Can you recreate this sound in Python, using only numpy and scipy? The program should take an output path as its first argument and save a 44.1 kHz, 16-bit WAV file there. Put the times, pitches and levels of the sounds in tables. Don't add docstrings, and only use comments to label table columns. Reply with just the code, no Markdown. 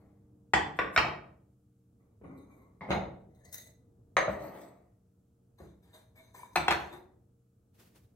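import sys
import numpy as np
from scipy import signal
from scipy.fft import rfft, irfft, next_fast_len
from scipy.io import wavfile
from scipy.ndimage import uniform_filter1d, map_coordinates

SR = 44100
rng = np.random.default_rng(int(sys.argv[2]) if len(sys.argv) > 2 else 0)


def generate_wav(signal):
    frames = np.transpose(np.atleast_2d(signal))
    scaled = np.clip(frames, -1, 1) * 32767
    pcm = np.round(scaled).astype(np.int16)
    wavfile.write(sys.argv[1], SR, pcm)


def how_loud(loudness_db):
    steps = np.asarray(loudness_db, float) / 20
    return 10 ** steps


N = 359415

# frequency in Hz, bandwidth in Hz, level in dB.
SHELF = [(195, 30, 1.5), (690, 130, -7), (1440, 27, -7), (960, 50, -9.5), (1760, 130, -7), (2160, 220, -5),
         (3685, 24, -3), (3880, 66, -10), (4140, 80, -10), (4700, 82, -23), (6550, 170, -15.5)]
# frequency in Hz, bandwidth in Hz, level in dB.
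TALL_RIM = [(2000, 110, -13), (3660, 40, -9), (4030, 120, -10), (4700, 90, -17), (5940, 44, -14),
            (6460, 55, -1), (7870, 120, -13), (9420, 80, -8), (9600, 52, -9), (12600, 180, -7),
            (12950, 70, -9), (15100, 120, -16)]
SETTLING_RIM = [(4030, 850, -18.5), (6360, 58, -9), (8000, 46, -2), (9700, 220, -18), (12000, 67, -11),
                (12610, 35, -5), (13300, 34, -15), (14220, 80, -14), (15100, 110, -18)]
# frequency in Hz, bandwidth in Hz, level in dB.
DRAG = [(185, 85, -2.5), (337, 119, -1), (640, 150, 2.5), (1250, 230, -7.5), (1980, 390, -11)]
# frequency in Hz, level in dB per Hz.
BUMP_CLATTER = [(71, -27), (120, 9), (396, -20.5), (944, -16.5), (1130, -8.5), (2830, -27.5), (6000, -67.5),
                (13200, -120)]
# frequency in Hz, t60 in seconds.
KITCHEN = [(60, 0.92), (200, 0.78), (500, 0.65), (1000, 0.47), (2000, 0.42), (5000, .36), (12000, .28)]


def unit(x):
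    return x / np.sqrt(np.mean(x ** 2) + 1e-20)


def along(points, hz):
    f, v = np.transpose(points)
    return np.interp(np.log(hz + 1), np.log(f + 1), v)


def wobble(rate):
    knots = rng.standard_normal(int(N * rate / SR) + 4)
    return map_coordinates(knots, [np.arange(N) * rate / SR])


def filtered(x, response):
    n = x.shape[-1]
    m = next_fast_len(n + SR // 4)
    return irfft(rfft(x, m) * response(np.fft.rfftfreq(m, 1 / SR)), m)[..., :n]


def resonances(modes, spread_db=0, steep_hz=99999):
    offset_db = rng.normal(0, 1, len(modes)) * spread_db

    def resonator(f, centre, width):
        return 1j * f * width / (centre * centre - f * f + 1j * f * width)

    def response(f):
        total = 0
        for k, (centre, width, db) in enumerate(modes):
            if centre > steep_hz:
                mode = resonator(f, centre, 2.1 * width) ** 2
            else:
                mode = resonator(f, centre, width)
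            total = total + (-1) ** k * how_loud(db + offset_db[k]) * mode
        return total

    return response


def peaked(response):
    blow = 1. * (np.arange(SR // 4) == 0)
    x = filtered(blow, response)
    return x / np.abs(x).max()


def tray_stack():
    # start in seconds, peak in dB, counter thump in dB, knock centre in Hz.
    lands = [
        (.5345, -13, -18, 858),
        (.5365, -9, -26.5, 1902),
    ]
    tips = [
        (0.7888, -13, -21.5, 1651),
    ]
    rocks = [
        (0.9617, -11.5, -28, 1410),
    ]
    hits = [
        (0.9745, -16, -22, 1150),
        (0.9762, -10, -19, 2240),
    ]
    # frequency in Hz, bandwidth in Hz, level in dB.
    base = [(301.8, 34, -10.5), (840, 110, -3), (1170, 20, -10.5), (1934, 100, -7.5), (3000, 26, -17.5),
            (3188, 35, -7), (3480, 11, -6.5), (4622, 40, -18), (4980, 50, -19.5), (5302, 40, -20.5),
            (7160, 44, -25), (7640, 130, -17), (7950, 35, -24), (9646, 51, -30.5)]
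    edge = [(310, 35, -7.5), (466, 57, -11.5), (700, 100, -8), (1195, 30, -2.5), (1480, 28, -7.5),
            (1955, 80, -6.5), (2150, 55, -9), (3200, 40, -22), (3600, 53, -19), (5420, 90, -18),
            (7500, 200, -30.5), (8140, 50, -31), (9700, 250.6, -30), (12000, 300, -29)]
    side = [(640, 40, -12), (1275, 70, -6), (1815, 60, -8.5), (2260, 60, -6.5), (3760, 70, -11.5),
            (5360, 90, -15), (7500, 200, -27.5), (9620, 75, -31.5), (11700, 200, -30)]
    body = [(880, 48, -9.5), (995, 50, -11), (1263, 86, -10.5), (1926, 60, -8), (2256, 39, -5.5),
            (2570, 23, -9), (3200, 36, -11.5), (4250, 300, -18.5), (5100, 170, -18), (5760, 330, -20.5),
            (7250, 140, -25), (8640, 59, -30), (11200, 80, -28.5), (14490, 500, -30.5)]
    # frequency in Hz, level in dB per Hz.
    base_clatter = [(120, -38.5), (200, -7), (842, -8.5), (1510, -19), (1880, -9.5), (2800, -20.5),
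                    (7760, -31.5), (15500, -69)]
    edge_clatter = [(120, -38), (200, -1), (653, -6.5), (1500, -5.5), (2100, -13), (4500, -41), (6500, -68),
                    (15500, -70)]
    body_clatter = [(120, -39.5), (200, -9), (702, 1.5), (1090, -6), (2250, -8.5), (4500, -17.5),
                    (6500, -30), (15500, -48.5)]
    # start in seconds, rim in dB, base drag in dB, fade t60 in seconds.
    rub = [
        (0.002, -86.5, -60.5, .65),
        (.772, -65.5, -59, 0.084),
        (.94, -60, -51, 0.1),
        (.953, -56, -50, .04),
        (1.05, -69, -28.5, 0.32),
    ]
    landing = knocks(lands, base, base_clatter, ring_db=4.5, clatter_db=-10.0, clatter_t60=0.019,
                     blunt_share=0.24, lead=3.7, contact_ms=0.063, room_db=2.75)
    tipping = knocks(tips, edge, edge_clatter, ring_db=7.5, clatter_db=-9.0, clatter_t60=0.028,
                     blunt_share=0.58, lead=1.2, contact_ms=.06, room_db=2.5)
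    rocking = knocks(rocks, side, edge_clatter, ring_db=5.5, clatter_db=-12.0, clatter_t60=0.013,
                     blunt_share=0.22, lead=1.6, contact_ms=.045, room_db=-0.5)
    hitting = knocks(hits, body, body_clatter, ring_db=3.5, clatter_db=-3.5, clatter_t60=0.0095,
                     blunt_share=0.2, lead=1.6, contact_ms=0.063, room_db=2.0)
    rubbing = grinding(strokes(rub, bend=1.2, swell_t60=0.062), SETTLING_RIM, DRAG, grit_db=-0.3,
                       broad_db=-13, drag_db=-6.5, room_db=-6.0, lead=4)
    return landing + tipping + rocking + hitting + rubbing


def shelf_stack():
    # start in seconds, peak in dB, counter thump in dB, knock centre in Hz.
    lift = [
        (2.808, -37.5, -10, 2040),
    ]
    hits = [
        (2.905, -20.5, -18.5, 460),
        (2.914, -20.5, -17, 670),
        (2.926, -24, -9, 550),
    ]
    # frequency in Hz, level in dB per Hz.
    lift_clatter = [(88, -30), (150, 0.5), (906, 1), (1650, -23), (2100, -5), (2530, -32), (3760, -30.5),
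                    (11700, -67)]
    hit_clatter = [(71, -42), (150, -5), (245, -15.5), (733, 1), (3000, -21.5), (6600, -68), (9510, -57),
                   (15500, -78)]
    # start in seconds, rim in dB, base drag in dB, fade t60 in seconds.
    rub = [
        (2.006, -92, -77.5, 0.58),
        (2.242, -86.5, -55, 0.46),
        (2.31, -91, -62.5, 0.55),
        (2.37, -77, -73, 0.41),
        (2.5, -82, -67.5, 1),
        (2.91, -58, -51, 0.21),
    ]
    # frequency in Hz, bandwidth in Hz, level in dB.
    drag = [(197, 173, 8.5), (476, 440, 4.5), (1145, 190, 1.5), (1450, 140, -10), (2100, 230, -5.5),
            (2380, 190, -10.5)]
    lifting = knocks(lift, SHELF[1:3], lift_clatter, ring_db=-5.0, clatter_db=-6.5, clatter_t60=0.35,
                     blunt_share=0.081, lead=3.6, contact_ms=0.086, room_db=2.5)
    hitting = knocks(hits, SHELF, hit_clatter, ring_db=0.5, clatter_db=-7, clatter_t60=0.04,
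                     blunt_share=0.98, lead=7, contact_ms=0.029, room_db=4.0)
    rubbing = grinding(strokes(rub, bend=1.056, swell_t60=0.056), TALL_RIM, drag, grit_db=3.0,
                       broad_db=-29.5, drag_db=5.0, room_db=-2.5, lead=9.9)
    return lifting + hitting + rubbing


def tall_stack():
    # start in seconds, peak in dB, counter thump in dB, knock centre in Hz.
    hits = [
        (4.167, -9.5, -28.5, 1060),
    ]
    # start in seconds, peak in dB.
    chatter = [
        (3.531, -44.5),
        (3.541, -41.5),
        (3.58, -36.5),
        (3.618, -43),
        (3.6715, -48.5),
    ]
    taps = [(s, db, -40.5, 6550) for s, db in chatter]
    # frequency in Hz, bandwidth in Hz, level in dB.
    body = [(559, 110, -2), (773, 40, -4.5), (983, 33, -9.5), (1906, 330, -4.5), (2383, 138, -18.5),
            (3680, 40, -18), (4010, 230, -10.5), (4540, 56, -19), (6425, 110, -4), (8230, 45, -22.5),
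            (8860, 44, -26), (12620, 95, -34.5)]
    # frequency in Hz, level in dB per Hz.
    clatter = [(120, -53.5), (200, -21.5), (1030, -2.5), (1840, -3.5), (5390, -33), (6590, -29.5),
               (10600, -45), (15500, -63)]
    # start in seconds, rim in dB, base drag in dB, fade t60 in seconds.
    rub = [(3.3, -81, -75.5, 0.74), (3.36, -79.5, -74, .6), (3.4, -74, -84, 0.55),
           (3.45, -69.5, -66.5, 0.33), (3.528, -50, -72, 0.1), (3.543, -47, -71, 0.083),
           (3.58, -52.5, -68.5, 0.23), (3.67, -62.5, -69, 0.14)]
    settling = [
        (4.172, -62.5, -46, 0.2),
        (4.29, -63.5, -40.5, 0.81),
        (4.42, -68.5, -51.5, 0.54),
        (4.55, -73, -58, .35),
    ]
    # frequency in Hz, bandwidth in Hz, level in dB.
    drag = [(600, 76, 7.5), (1042, 370, -23), (1900, 325, -9), (2070, 260, -4.5)]
    hitting = knocks(hits, body, clatter, ring_db=9.5, clatter_db=-14, clatter_t60=0.032,
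                     blunt_share=0.22, lead=2.1, contact_ms=0.048, room_db=4.0)
    tapping = knocks(taps, TALL_RIM, clatter, ring_db=7, clatter_db=-29.0, clatter_t60=0.031,
                     blunt_share=0.079, lead=8.2, contact_ms=0.0205, room_db=-1.0)
    carrying = grinding(strokes(rub, bend=1.2, swell_t60=.025), TALL_RIM, drag, grit_db=4.5,
                        broad_db=-25.0, drag_db=1.5, room_db=-5, lead=8.75, pan_db=3.5)
    resting = grinding(strokes(settling, bend=1.6, swell_t60=.015), SETTLING_RIM, DRAG, grit_db=3.5,
                       broad_db=-26, drag_db=-4.0, room_db=-2.0, lead=2.7)
    return hitting + tapping + carrying + resting


def small_stack():
    # start in seconds, peak in dB, counter thump in dB, knock centre or slip note in Hz.
    lands = [
        (6.556, -14, -29.5, 1296),
        (6.5588, -12.5, -30, 750),
        (6.571, -21, -9.5, 964),
    ]
    hits = [
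        (6.6808, -13.5, -23, 1150),
        (6.707, -12.5, -18.5, 1300),
        (6.7128, -15, -24.5, 780),
        (6.7225, -19.5, -25, 1250),
    ]
    slips = [
        (6.345, -46.5, -32, 1002),
        (6.393, -48, -33.5, 946),
        (6.431, -38, -22, 986),
    ]
    # frequency in Hz, bandwidth in Hz, level in dB.
    base = [(350, 16, -6.5), (750, 53, -2), (964, 30, -9.5), (1720, 50, -10.5), (2280, 39, -6),
            (2550, 40, -6.5), (3620, 60, -12), (4100, 77, -10.5), (6010, 90, -18.5), (7840, 100, -17),
            (9200, 200, -26), (10900, 120, -25), (13500, 250, -23.5)]
    body = [(355, 24, -5), (750, 70, -6.5), (964, 20, -7.5), (1150, 79, -1.5), (1400, 50, -4.5),
            (1745, 23, -8), (2310, 60, -10.5), (3290, 160, -13), (4210, 45, -11), (5440, 200, -21.5),
            (7500, 140, -23), (9000, 180, -25.5), (10800, 130, -27.5), (13600, 150, -21.5)]
    # frequency in Hz, level in dB per Hz.
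    clatter = [(120, -44.5), (200, -17.5), (769, -2), (2330, -11.5), (3890, -22), (4260, -16.5),
               (4840, -29.5), (15500, -48)]
    # start in seconds, rim in dB, base drag in dB, fade t60 in seconds.
    rub = [(5.587, -67, -59, 0.31), (5.83, -72.5, -70, 0.58), (5.94, -59, -55.5, 0.17),
           (6.16, -65.5, -62, .4), (6.347, -57, -54, 0.38), (6.535, -68, -65, 0.02),
           (6.562, -50.5, -58.5, 0.12), (6.711, -50, -59.5, 0.13), (6.8, -63, -48.5, 0.31),
           (6.93, -60.5, -45.5, 0.15)]
    # frequency in Hz, bandwidth in Hz, level in dB.
    rim = [(1720, 170, -5), (2240, 120, -4), (3700, 180, -1.5), (4153, 110, -2), (4835, 117, -12.5),
           (6190, 130, -0.5), (7144, 80, -11), (7670, 170, -5.5), (9400, 260, -7), (10800, 130, -6),
           (12800, 200, -7.5), (13410, 190, -11), (14600, 180, -6.5)]
    drag = [(278, 450, -6.5), (650, 390, 0), (999, 220, -0.5), (1796, 450, -8.5), (2205, 136, -10)]
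    landing = knocks(lands, base, clatter, ring_db=-0.5, clatter_db=-7.5, clatter_t60=0.031,
                     blunt_share=0.19, lead=3.3, contact_ms=0.026, room_db=-0.9)
    hitting = knocks(hits, body, clatter, ring_db=5.5, clatter_db=-4.5, clatter_t60=0.037,
                     blunt_share=0.32, lead=5.3, contact_ms=0.036, room_db=-3.5)
    slipping = knocks(slips, body[2:3], BUMP_CLATTER, ring_db=-20.5, clatter_db=-25.5, clatter_t60=.05,
                      blunt_share=0.05, lead=5.6, contact_ms=0.073, room_db=-6.5)
    rubbing = grinding(strokes(rub, bend=1.63, swell_t60=0.032), rim, drag, grit_db=0.5,
                       broad_db=-20, drag_db=-3, room_db=-4.5, lead=7)
    return landing + hitting + slipping + rubbing


def bumps():
    # start in seconds, peak in dB, counter thump in dB, note in Hz.
    near = [
        (1.046, -29, -27, 693),
        (4.279, -22, -32, 606),
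        (4.291, -24.5, -8.5, 563),
        (4.298, -33.5, -24.5, 640),
    ]
    far = [
        (2.213, -54.5, 7.5, 323),
        (2.239, -48.5, 1, 300.5),
        (2.888, -30, -4, 150),
        (2.946, -31.5, -13.5, 717),
        (5.601, -49.5, 1.5, 311),
        (5.634, -54.5, -9, 386),
    ]
    close = knocks(near, SHELF[:3], BUMP_CLATTER, ring_db=-15.5, clatter_db=-11.5, clatter_t60=0.071,
                   blunt_share=0.11, lead=4, contact_ms=0.065, room_db=-5.5)
    distant = knocks(far, SHELF[:3], BUMP_CLATTER, ring_db=-8.5, clatter_db=-13.0, clatter_t60=0.045,
                     blunt_share=0.19, lead=6.3, contact_ms=0.053, room_db=6)
    return close + distant


def knocks(hits, modes, clatter, ring_db, clatter_db, clatter_t60, blunt_share, lead, contact_ms, room_db):
    # frequency in Hz, bandwidth in Hz, level in dB.
    counter = [(70, 17, 5), (150, 20, 3), (202, 28, -1), (321, 16, 2.5), (435, 200, -10)]
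    steep_hz = 2900
    out = np.zeros((2, N + SR))
    t = np.arange(SR // 4) / SR
    for s, db, thump_db, knock_hz in hits:
        soft = lambda f: 1 / (1 + 2j * np.pi * f * contact_ms / 1000) ** 2
        ring = resonances(modes, spread_db=1.5, steep_hz=steep_hz)
        blunt = resonances([(knock_hz, blunt_share * knock_hz, 0)], steep_hz=0)
        rims = lambda f: 1 + 1j * f / 4500
        clay = peaked(lambda f: soft(f) * (soft(f) * blunt(f) + how_loud(ring_db) * rims(f) * ring(f)))

        grain = rng.standard_normal(len(t))
        dense = unit(filtered(grain, lambda f: how_loud(along(clatter, f)) / along(KITCHEN, f)))
        onset = 1 - np.exp(-(t * 1000 / contact_ms / 12) ** 2)
        rattle = how_loud(clatter_db - 60 * t / clatter_t60) * onset * dense

        slab = resonances(counter, spread_db=3.0)
        thump = how_loud(thump_db) * peaked(lambda f: slab(f) / (1 + 1j * f / 700) ** 2)

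        dry = how_loud(db) * (clay + rattle + thump)
        wet = how_loud(room_db) * kitchen(dry, gap_s=0.00094)
        start = round((s + 0.00074) * SR)
        out[:, start:start + len(t)] += placed(dry, .6, lead)
        out[:, start:start + wet.shape[1]] += wet
    return out[:, :N]


def grinding(pressure, rim, drag, grit_db, broad_db, drag_db, room_db, lead, pan_db=2.0):
    rim_gain, drag_gain = pressure
    roughness = np.array([wobble(430) + wobble(60), .5 * wobble(40)])
    grit = rng.standard_normal((2, N)) * how_loud(grit_db * roughness)
    sing = resonances(rim)
    hum = resonances(drag)
    scrape = filtered(grit[0], lambda f: sing(f) + how_loud(broad_db) * 1j * f / (2500 + 1j * f))
    top = unit(patchy(scrape, depth_db=4.0))
    base = unit(filtered(grit[1], lambda f: hum(f) / (1 + (f / 2500) ** 6)))
    dry = rim_gain * top + how_loud(drag_db) * drag_gain * base
    return how_loud(-3) * placed(dry, pan_db, lead) + how_loud(room_db) * kitchen(dry, gap_s=0.00056)[:, :N]


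def strokes(rows, bend, swell_t60):
    t = np.arange(N) / SR
    gain = 0
    for s, *db, fade in rows:
        before = np.maximum(s - t, 0) / swell_t60
        after = np.maximum(t - s, 0) / fade
        gain = gain + how_loud(np.array(db)[:, None] - 60 * (before + after ** bend))
    return gain


def patchy(x, depth_db):
    z = signal.stft(x, nperseg=256)[2]
    field = uniform_filter1d(rng.standard_normal(z.shape), size=4, axis=0)
    field = uniform_filter1d(field, size=20, axis=1)
    return signal.istft(z * how_loud(depth_db * unit(field)), nperseg=256)[1][:N]


def songs():
    # start in seconds, length in seconds, first pitch in Hz, last pitch in Hz, level in dB.
    glides = [(2.25, 0.065, 3700, 3700, -87), (2.363, .09, 3700, 3780, -79), (2.5, .07, 2320, 2240, -72),
              (2.575, .1, 2150, 2080, -74), (2.551, 0.18, 1042, 1132, -72.5),
              (3.399, 0.075, 1720, 1810, -72), (3.441, 0.077, 1840, 2100, -68),
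              (3.527, 0.19, 1903, 2054, -68.5), (5.929, 0.049, 3700, 3700, -65),
              (5.939, 0.066, 608, 627, -59.5), (6.146, 0.1, 631, 656, -65.5),
              (6.153, 0.081, 2240, 2226, -63), (6.378, 0.091, 2280, 2280, -65.5),
              (6.885, 0.098, 3595, 3680, -64), (6.899, 0.15, 350, 373, -57)]
    relative_width = .07
    dry = np.zeros(N)
    for s, length, first_hz, last_hz, db in glides:
        n = round(length * SR)
        knots = np.arange(n) * relative_width * first_hz / SR
        places = np.broadcast_arrays([[0], [1]], knots)
        grit = map_coordinates(rng.standard_normal((2, 64)), places, mode="wrap")
        turn = 2 * np.pi * np.cumsum(np.linspace(first_hz, last_hz, n)) / SR
        swell = np.sin(np.pi * np.linspace(0, 1, n) ** 0.91)
        tone = grit[0] * np.cos(turn) + grit[1] * np.sin(turn)
        dry[round(s * SR):][:n] += how_loud(db) * swell * tone
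    return placed(dry, 1, 8.0) + how_loud(-5) * kitchen(dry, gap_s=0.0007)[:, :N]


def placed(x, pan_db, lead):
    level = how_loud([[pan_db], [-pan_db]])
    delay = np.array([[0], [lead]])
    return filtered(x, lambda f: level * np.exp(-2j * np.pi * f / SR * delay))


def pair(two):
    # frequency in Hz, left-right likeness from 0 to 1.
    alike = [(60, .995), (150, .97), (300, .8), (600, .2), (1200, .2), (3000, .45), (6000, .2), (12000, .1)]
    turn = lambda hz: np.arccos(np.clip(along(alike, hz), 0, 1)) / 2
    mid, side = filtered(two, lambda hz: np.array([np.cos(turn(hz)), np.sin(turn(hz))]))
    return np.array([mid + side, mid - side])


def kitchen(x, gap_s):
    length = 30000
    hz, t, z = signal.stft(rng.standard_normal((2, length)), SR, nperseg=256)
    decay = how_loud(-60 * t / along(KITCHEN, hz)[:, None])
    tail = pair(signal.istft(z * decay, SR, nperseg=256)[1])[:, :length]
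    t = np.arange(length) / SR
    wall = 1 + 0.32 * np.exp(-t / 0.017)
    tail = tail * (1 - np.exp(-t / gap_s)) * wall
    return signal.fftconvolve(x[None], tail / np.linalg.norm(tail[0]), axes=1)


def noise(spectrum):
    return unit(filtered(pair(rng.standard_normal((2, N))), lambda hz: how_loud(along(spectrum, hz))))


def sleeve():
    # start in seconds, level in dB, fade t60 in seconds.
    sweeps = [
        (7.75, -71.5, 0.88),
        (7.8, -60.5, 0.79),
        (7.96, -64.5, 0.4),
    ]
    # frequency in Hz, level in dB per Hz.
    cloth = [(290, -8.5), (500, -8.5), (904, -14), (1940, -16), (8860, -21.5), (12200, -20), (15800, -20.5)]
    return strokes(sweeps, bend=0.76, swell_t60=0.072) * how_loud(1.74 * wobble(40)) * noise(cloth)


def background():
    # time in seconds, level in dB.
    hum = [(0, -56.5), (1.75, -66), (2.05, -60.5), (4.0, -57), (4.9, -64), (7.1, -58), (7.5, -66.5),
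           (7.85, -59.5), (8.15, -60.5)]
    # frequency in Hz, level in dB per Hz.
    air = [(30, -7), (110, -1), (155, -13), (200, -11.5), (390, -19), (710, -29.5), (1800, -52.5),
           (2340, -80.5)]
    hiss = [(710, -41), (1200, 3), (1870, -11), (2470, -10), (4570, -11), (7110, -6.5), (15800, -9.5)]
    # frequency in Hz, level in dB rms.
    motor = [(102.3, -76.5), (123.8, -70), (183.0, -75.5), (236.9, -82.5), (301.5, -85), (463.0, -79.5)]
    buzz = [(199.5, -68.5), (301.5, -70.5)]
    t = np.arange(N) / SR

    def line(hz, db):
        level = np.sqrt(2) * how_loud(db + 2.2 * wobble(1.4))
        return level * np.sin(2 * np.pi * hz * t + 0.36 * wobble(4.9))

    buzz_gain = how_loud(-6.5 * t) * np.clip((2.06 - t) / 0.046, 0, 1)
    buzzing = buzz_gain * sum(line(*row) for row in buzz)
    rumble = how_loud(np.interp(t, *np.transpose(hum)) - 3.0 + 0.81 * wobble(22)) * noise(air)
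    running = how_loud(1.5 - 0.4 * t) * sum(line(*row) for row in motor)
    return rumble + running + buzzing + how_loud(-87) * noise(hiss)


def scene():
    stacks = tray_stack() + shelf_stack() + tall_stack() + small_stack()
    return stacks + bumps() + songs() + sleeve() + background()


def roll_off(x):
    return signal.sosfilt(signal.butter(12, 16360, fs=SR, output="sos"), x)


def record(dry):
    mic = filtered(dry, lambda f: (1j * f / (40 + 1j * f)) ** 3 * (f < 15800))
    return roll_off(mic)


dry = scene()
out = record(dry)
generate_wav(out)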